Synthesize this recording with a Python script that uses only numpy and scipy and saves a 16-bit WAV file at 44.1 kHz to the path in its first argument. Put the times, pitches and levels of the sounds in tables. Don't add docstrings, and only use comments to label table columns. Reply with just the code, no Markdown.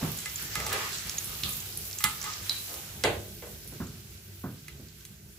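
import sys
import numpy as np
from scipy import signal
from scipy.fft import rfft, irfft
from scipy.io import wavfile
from scipy.ndimage import uniform_filter1d

SR = 44100
rng = np.random.default_rng(int(sys.argv[2]) if len(sys.argv) > 2 else 0)


def gain_from_db(level_db):
    decades = np.asarray(level_db, float) / 20
    return 10 ** decades


def dump(signal):
    limited = np.clip(np.atleast_2d(signal).T, -1, 1)
    pcm = np.round(limited * 32767).astype(np.int16)
    wavfile.write(sys.argv[1], SR, pcm)


N = 237301
TIME_S = np.arange(N) / SR

# [f/Hz, left-right correlation]
PORT_LIKENESS = [(25, .998), (60, 1), (250, 0.94), (500, 0.58), (1000, 0.071), (2000, 0.024),
                 (5000, 0.0069), (15000, 0.013)]
# [f/Hz, left minus right/dB]
PORT_TILT = [(60, -9), (110, -2.5), (200, -14), (380, -1), (700, -14), (1290, -8.5), (2380, -6.5),
             (4400, -16), (8120, -6.5), (15000, -9)]
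# [f/Hz, t60/s]
TILE_T60 = [(100, .5), (500, .42), (2000, .34), (5000, .33), (8000, .28), (12000, .17)]
# [t/s, level/dB]
FLAME_LEVEL = [(0.0, -51), (0.37, -48), (0.61, -43), (0.81, -45.5), (1.36, -46.5), (1.54, -48.5),
               (2.61, -52.5), (3.1, -40.5), (3.46, -46), (3.8, -44.5), (3.95, -49), (5.38, -54)]
# [f/Hz, density/dB per Hz]
ROAR_SPECTRUM = [(16, -42), (28, -84), (47, -2.5), (92, 1), (151, -1.5), (172, -7), (199, -6), (270, -16.5),
                 (294, -19), (340, -10), (423, -12), (462, -24), (599, -20.5), (756, -25), (900, -26.5),
                 (1170, -41), (1980, -120)]
# [f/Hz, width/Hz, rms level/dB]
HUM_LINES = [(63.9, 13.4, -58), (97.08, 3.6, -54.5), (149.8, 1.86, -62.5), (199.7, 8.6, -63.5),
             (337.7, 21, -68.5), (420, 6.7, -73.5), (1547, 74, -71)]
# [t/s, peak level/dB, f/Hz, rattle/dB, t60/s]
STOVE_BUMPS = [(0.019, -26, 117, -16, 0.24), (0.419, -43, 122, -23, 0.28), (0.563, -39, 112, -32, 0.16),
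               (1.426, -38, 96, -14, 0.58), (2.039, -28.5, 115, 1.5, 0.3), (2.4, -44.5, 101, -33, 0.89),
               (3.045, -37.5, 139, -30, 0.33), (3.719, -42, 169, -12.5, 0.17),
               (3.798, -30.5, 140, -12.5, 0.27), (4.434, -32, 157, -13, 0.29), (4.791, -44, 127, -34, 0.37),
               (5.089, -46.5, 113, -34, 0.32)]
# [t/s, peak level/dB, crack above it/dB, crack f/Hz, dulling/dB per octave]
WOK_KNOCKS = [
    (3.0379, -7.5, 0, 3170, 2.5),
    (3.422, -27.5, -9.5, 1850, 4.5),
]
# [f/Hz, level/dB, t60/s]
WOK_MODES = [(324.5, -3.5, 0.33), (378.5, -1.5, 0.36), (444, -2.5, 0.21), (483.6, -1.5, 0.32),
             (592.4, -4, 0.38), (648, -16, 0.77), (820, -27, .25), (890, 2, 0.12), (1051, -5, 0.27),
             (1490, -5, 0.36), (1543, 5.5, 0.13), (2060, 14, 0.046), (2062, -1, 0.053), (3310, 2.5, 0.13),
             (3860, -23, 0.18)]
# [t/s, peak level/dB, ring length factor]
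ROD_CLINKS = [
    (1.4341, -30, 0.89),
    (2.4944, -19.5, 0.79),
]
# [f/Hz, level/dB, t60/s]
ROD_MODES = [(3970, 0, .17), (4030, -7, .12), (4240, -7, .12), (4800, -11, .1), (3720, -11, .1),
             (5400, -16, .04), (7700, -14, .04), (8390, -13, .04)]
# [t/s, peak level/dB, ring above tick/dB, ring length factor, struck spot f/Hz]
RIM_TAPS = [(0.2572, -27, 1.5, 0.55, 1720), (0.5543, -18.5, -3, 0.76, 1354), (.601, -25, -1.5, 0.54, 1890),
            (0.665, -16, -10, 0.29, 850), (0.7279, -15, -13.5, 0.39, 1860), (.847, -53.5, 0, 0.41, 1200),
            (2.0046, -24, -6, 0.54, 1250), (2.0234, -31, -10, 0.31, 1300),
            (2.0398, -5.5, -10.5, 1.07, 1250), (2.2411, -22.5, -9.5, 1.8, 1250),
            (2.7394, -24, -22, 0.69, 1260), (4.6817, -32.5, -1.5, 0.31, 2440),
            (5.051, -30.5, -14.5, 0.23, 3700)]
# [f/Hz, level/dB, t60/s]
WIRE_MODES = [(1185, 12, 0.16), (1246, -2.5, 1), (1247, 12, 0.33), (850, 13.5, 0.19), (1350, 1, 0.96),
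              (1560, -33, .15), (1706, 18.5, 0.12), (2036, 23, 0.19), (2128, 20.5, 0.11), (2430, 23, 0.081),
              (2900, 11, 0.22), (3560, -21, .12), (4370, -4, .2), (5060, 12, .15), (5370, -8, .12),
              (5800, -16, .1), (6500, -32, .15), (7060, -12.5, .15)]
# [t/s, length/s, grit level/dB, wire ring above it/dB, wall rub above it/dB]
WIRE_STROKES = [
    (0.011, 0.041, -42.5, -20, 4.5),
    (0.57, 0.19, -49.5, 6, 4.5),
    (0.715, 0.025, -29, -18, -7),
    (.805, 0.04, -36, -9, -33),
    (1.03, 0.036, -44, -15, -13),
    (1.285, .03, -66, 24, -4),
    (1.445, 0.014, -57, 15, -2),
    (2.244, 0.012, -44.5, 11, -30),
    (2.696, 0.045, -60.5, 9, 11),
]
# [t/s, peak level/dB,
# f/Hz, width/octaves]
STEAM_POPS = [(0.1174, -22, 13700, 0.35), (0.174, -25, 11500, 0.4), (0.188, -21.5, 7440, 0.42),
              (0.2577, -26.5, 7850, 0.26), (0.298, -27.5, 5900, 0.35), (0.358, -23, 7080, 0.13),
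              (0.425, -23.5, 9490, 0.35), (0.9306, -21.5, 5200, 0.94), (0.9844, -26, 6700, 0.59),
              (1.071, -30, 11600, 0.3), (1.0956, -18.5, 5760, 0.56), (1.183, -18, 6500, 0.13),
              (1.244, -20.5, 10100, 0.51), (1.435, -15.5, 4240, 0.75), (1.491, -19.5, 11100, 0.48),
              (1.531, -28, 7300, 0.19), (1.5685, -22, 13800, 0.24), (1.6022, -26.5, 7200, 0.32),
              (1.7738, -20, 10670, 0.36), (1.854, -28, 10900, 0.36), (1.912, -26, 5800, 0.68),
              (1.9296, -27.5, 5200, 0.5), (1.9865, -20, 6940, 0.36), (2.215, -22.5, 6200, 0.28),
              (2.2278, -22.5, 6600, 0.53), (2.335, -28.5, 5370, 0.4), (2.4955, -12.5, 4350, 0.46),
              (3.676, -27, 10900, 0.54), (3.8694, -38, 7600, 0.39), (4.885, -37.5, 5570, 0.7)]
# [t/s, level/dB]
OIL_VIGOUR = [(0.0, -44.5), (0.55, -46.5), (0.79, -44.5), (1.06, -46), (1.42, -42.5), (1.63, -45),
              (1.9, -46.5), (2.16, -45.5), (2.29, -49.5), (2.55, -42.5), (2.82, -48.5), (3.18, -51),
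              (3.45, -52.5), (3.8, -54.5), (4.22, -56.5), (5.03, -59), (5.38, -61)]
# [f/Hz, density/dB per Hz]
SPRAY_SPECTRUM = [(400, -65), (775, -19), (1300, -7.5), (1800, -8.5), (2400, -2), (7400, 0), (11000, 0),
                  (13500, 3.5), (15400, 1.5), (15750, -17), (16500, -39)]
# [f/Hz, density/dB per Hz]
BUBBLE_SPECTRUM = [(700, -7), (1500, 5.5), (2500, 4.5), (4000, 4.5), (6000, 5.5), (8000, 3.5), (11000, -63),
                   (15000, -39)]
# [middle t/s, length/s, large bubble level/dB]
FOOD_DIPS = [
    (.8, 0.85, 9),
    (1.58, 0.8, -5.5),
    (2.296, 0.18, 12),
    (2.618, 0.11, -8),
    (3.45, 0.35, -5),
]

LARGE_DB = -2
POP_RING_S, POP_ECHO_DB, POP_ECHO_DB_PER_OCTAVE = 0.02, -5, 23
TICK_HZ, TICK_OCTAVES_PER_DB = 3060, .05
RIM_ATTACK_S = .0015
DAMPED_AFTER_S, DAMPED_T60_S = 0.099, 0.086
STROKE_RISE_DB_S, STROKE_FALL_DB_S = 700, 303
RESTING_DB, LIFTED_S = [-73, -83, -56.5], 3.03
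RATTLE_HZ = 1250
TOP_HZ, ABOVE_TOP_DB = 15700, -22


def along(table, column):
    rows = np.array(table)
    return np.interp(TIME_S, rows[:, 0], rows[:, column])


def at(table, hz):
    rows = np.array(table, float)
    return np.interp(np.log(np.maximum(hz, 1)), np.log(rows[:, 0]), rows[:, 1])


def bins(size):
    return np.arange(size // 2 + 1) * SR / size


def colour(x, table):
    size = x.shape[-1]
    y = irfft(rfft(x) * gain_from_db(at(table, bins(size))), size)
    return y / np.sqrt(np.mean(y ** 2))


def pair(size):
    like = np.clip(at(PORT_LIKENESS, bins(size)), 0, 1)
    mid, side = rfft(rng.standard_normal((2, size)))
    mid = mid * np.sqrt((1 + like) / 2)
    side = side * np.sqrt((1 - like) / 2)
    return irfft(np.array([mid + side, mid - side]), size)


def walk(rate_hz):
    hold = int(SR / rate_hz)
    levels = np.repeat(rng.standard_normal(N // hold + 1), hold)
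    return 1.44 * uniform_filter1d(levels, hold)[:N]


def fade(t, t60_s):
    return gain_from_db(-60 * t / np.maximum(t60_s, 1e-3))


def band(x, hz, octaves):
    edges_hz = np.clip(hz * 2 ** np.array([-octaves / 2, octaves / 2]), 20, .48 * SR)
    return signal.sosfilt(signal.butter(2, edges_hz, "band", fs=SR, output="sos"), x)


def snap(size, t60_s, wake):
    noise = wake * rng.standard_normal(size)
    noise[0] = 1
    return noise * fade(TIME_S[:size], t60_s)


def ring(modes, stretch, scatter_db):
    t = TIME_S[:SR // 2]
    hz, db, t60_s = np.transpose(modes)[:, :, None]
    chance = rng.standard_normal((2, len(modes), 1))
    gain = gain_from_db(db + scatter_db * chance[0]) * fade(t, t60_s * stretch)
    return (gain * np.sin(2 * np.pi * hz * (1 + 0.0023 * chance[1]) * t)).sum(0)


def add(bus, s, sound, db, pan_db=0., order=4):
    sound = sound * gain_from_db(db) / np.abs(sound).max()
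    for port, (lag, sign) in enumerate([(0, 1), (order, -1)]):
        i = int(s * SR) + lag
        bus[port, i:i + len(sound)] += (sound * gain_from_db(sign * pan_db / 2))[:N - i]


def kitchen(send):
    t = TIME_S[:SR // 2]
    tail = 0
    for hz in 60 * 2. ** np.arange(9):
        tail = tail + band(pair(len(t)), hz, 1) * fade(t, at(TILE_T60, hz))
    tail = tail * np.clip((t - .002) / 0.0098, 0, 1)
    tail = tail / np.sqrt(np.sum(tail ** 2) / 2)
    return signal.fftconvolve(send.mean(0, keepdims=True), tail, axes=1)[:, :N]


def flame():
    noise = pair(N)
    hum = 0
    for hz, width_hz, db in HUM_LINES:
        line = band(noise, hz, width_hz / hz)
        hum = hum + gain_from_db(db) * line / line.std()
    flame_db = along(FLAME_LEVEL, column=1)
    roar = colour(pair(N), ROAR_SPECTRUM) * gain_from_db(flame_db + 2.0 * walk(22) - 3.0)
    return roar + hum * gain_from_db(0.4 * (flame_db + 48))


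def bumps(dry, send):
    t = TIME_S[:SR // 2]
    for s, db, hz, rattle_db, t60_s in STOVE_BUMPS:
        noise = rng.standard_normal((2, len(t))) * fade(t, t60_s) * np.clip(t / 0.0067, 0, 1)
        thud = band(noise[0], hz, 1.76)
        rattle = band(band(noise[1], RATTLE_HZ, 0.96), RATTLE_HZ, 0.95)
        sound = thud / thud.std() + gain_from_db(rattle_db) * rattle / rattle.std()
        add(dry, s, sound, db + 4.5)
        add(send, s, sound, db - 6.5)


def wok(dry, send):
    for s, db, crack_db, crack_hz, dull_db in WOK_KNOCKS:
        dulled = [(hz, mode_db - dull_db * np.log2(hz / 400), t60_s) for hz, mode_db, t60_s in WOK_MODES]
        modes = ring(dulled, 1, scatter_db=0)
        t = TIME_S[:len(modes)]
        thud = band(rng.standard_normal(len(t)), 498.0, 1.2) * fade(t, 0.27)
        bowl = modes / modes.std() + gain_from_db(-1.5) * thud / thud.std()
        bowl = bowl * np.clip(t / 0.0055, 0, 1)
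        add(dry, s, bowl, db - 8.0)
        add(send, s, bowl, db - 13)
        add(dry, s, band(snap(4096, 0.032, wake=0.14), crack_hz, 2.75), db + crack_db, -2, order=1)
        add(send, s, band(snap(4096, .03, wake=0), crack_hz, 1.8), db + crack_db + 9)


def rods(dry, send):
    for s, db, stretch in ROD_CLINKS:
        modes = ring(ROD_MODES, stretch, scatter_db=0)
        add(dry, s, modes, db, -1., order=0)
        add(send, s, modes, db + 6)


def strainer(dry, send):
    for s, db, ring_db, stretch, spot_hz in RIM_TAPS:
        near = [(hz, mode_db - 11 * abs(np.log2(hz / spot_hz)), t60_s) for hz, mode_db, t60_s in WIRE_MODES]
        modes = ring(near, stretch, scatter_db=1.5)
        t = TIME_S[:len(modes)]
        modes = modes * fade(np.maximum(t - DAMPED_AFTER_S, 0), DAMPED_T60_S) * np.clip(t / RIM_ATTACK_S, 0, 1)
        tick_hz = TICK_HZ * 2 ** (-TICK_OCTAVES_PER_DB * ring_db)
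        tick = band(snap(4096, 0.031, wake=0.47), 1.44 * tick_hz, 3.2)
        add(dry, s, band(tick, 1.44 * tick_hz, 3.2), db, -3, order=1)
        add(send, s, band(snap(4096, .03, wake=0), 1.15 * tick_hz, 1.65), db + 8)
        add(dry, s, modes, db + ring_db, -2.5)
        add(send, s, modes, db + ring_db - 10)


def scraping():
    chance = rng.random((2, N))
    strength = gain_from_db(-3 * np.log(chance[1] + 1e-9))
    slips = (chance[0] < 1500 / SR) * strength * np.sign(chance[0] - 750 / SR)
    wire = signal.fftconvolve(slips, ring(WIRE_MODES[:3], .5, scatter_db=0)[:8192])[:N]
    layers = band(slips, 1410.0, 1.57), wire, band(slips, 530.0, 1.88)
    force = gain_from_db(np.array(RESTING_DB)[:, None]) * (TIME_S < LIFTED_S)
    for s, length_s, db, wire_db, wall_db in WIRE_STROKES:
        rise_db = -STROKE_RISE_DB_S * np.maximum(s - TIME_S, 0)
        fall_db = -STROKE_FALL_DB_S * np.maximum(TIME_S - s - length_s, 0)
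        force = force + gain_from_db(db + np.array([[0], [wire_db], [wall_db]]) + rise_db + fall_db)
    return sum(layer / layer.std() * gain for layer, gain in zip(layers, force))


def pops(dry, send):
    for s, db, hz, octaves in STEAM_POPS:
        octaves = np.clip(octaves, .1, 2)
        body = band(snap(2048, POP_RING_S, wake=.3), hz, octaves)
        crack = band(snap(2048, .01, wake=.3), hz, 2.4)
        burst = body / np.abs(body).max() + gain_from_db(-2.5) * crack / np.abs(crack).max()
        add(dry, s, burst, db, -3., order=1)
        echo_db = db + POP_ECHO_DB + POP_ECHO_DB_PER_OCTAVE * octaves
        add(send, s, band(snap(2048, POP_RING_S, wake=0), hz, octaves), echo_db)


def fizz(table, rate_hz, spread_db, share_db, flicker_db):
    out, swell, noise = 0, walk(18), pair(N)
    for hz in 600 * 2 ** np.arange(0, 5, .5):
        chance = rng.random((4, N))
        size_db = np.minimum(-spread_db * np.log(chance[1] + 1e-9), 12)
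        bursts = (chance[0] < rate_hz / SR) * gain_from_db(size_db) * np.sign(chance[3] - .5)
        bursts = bursts * np.array([chance[2], 1 - chance[2]])
        bursts[1] = np.roll(bursts[1], rng.integers(-4, 12))
        mass = np.roll(noise, rng.integers(N), axis=1)
        mass = mass + gain_from_db(share_db) * bursts / np.sqrt(np.mean(bursts ** 2))
        out = out + band(mass, hz, 0.57) * gain_from_db(flicker_db * (.7 * swell + walk(25.24) + walk(7)))
    return colour(out, table)


def oil():
    spray = fizz(SPRAY_SPECTRUM, rate_hz=150., spread_db=4., share_db=-7, flicker_db=.8)
    larger = fizz(BUBBLE_SPECTRUM, rate_hz=120., spread_db=3.5, share_db=-7, flicker_db=1.)
    dip_db = sum(db * np.exp(-(2 * (TIME_S - s) / length_s) ** 2) for s, length_s, db in FOOD_DIPS)
    return (spray * gain_from_db(5) + larger * gain_from_db(LARGE_DB + dip_db + 1)) * gain_from_db(along(OIL_VIGOUR, column=1))


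def scene():
    rub = scraping() * np.ones((2, 1))
    dry, send = rub * gain_from_db(-9.0), rub * gain_from_db(-6.5)
    for source in (bumps, wok, rods, strainer, pops):
        source(dry, send)
    return flame() + kitchen(send) + dry + oil()


def band_limit(x):
    return signal.sosfilt(signal.butter(12, 16640, fs=SR, output="sos"), x)


def record(dry):
    hz = bins(N)
    case_db = -7 / (1 + ((hz - 8700) / 350) ** 2) + ABOVE_TOP_DB * (hz > TOP_HZ)
    port_db = np.array([[.5], [-.5]]) * 0.21 * at(PORT_TILT, hz)
    mix = irfft(rfft(dry) * gain_from_db(case_db + port_db), N)
    return band_limit(mix)


dry = scene()
out = record(dry)
dump(out)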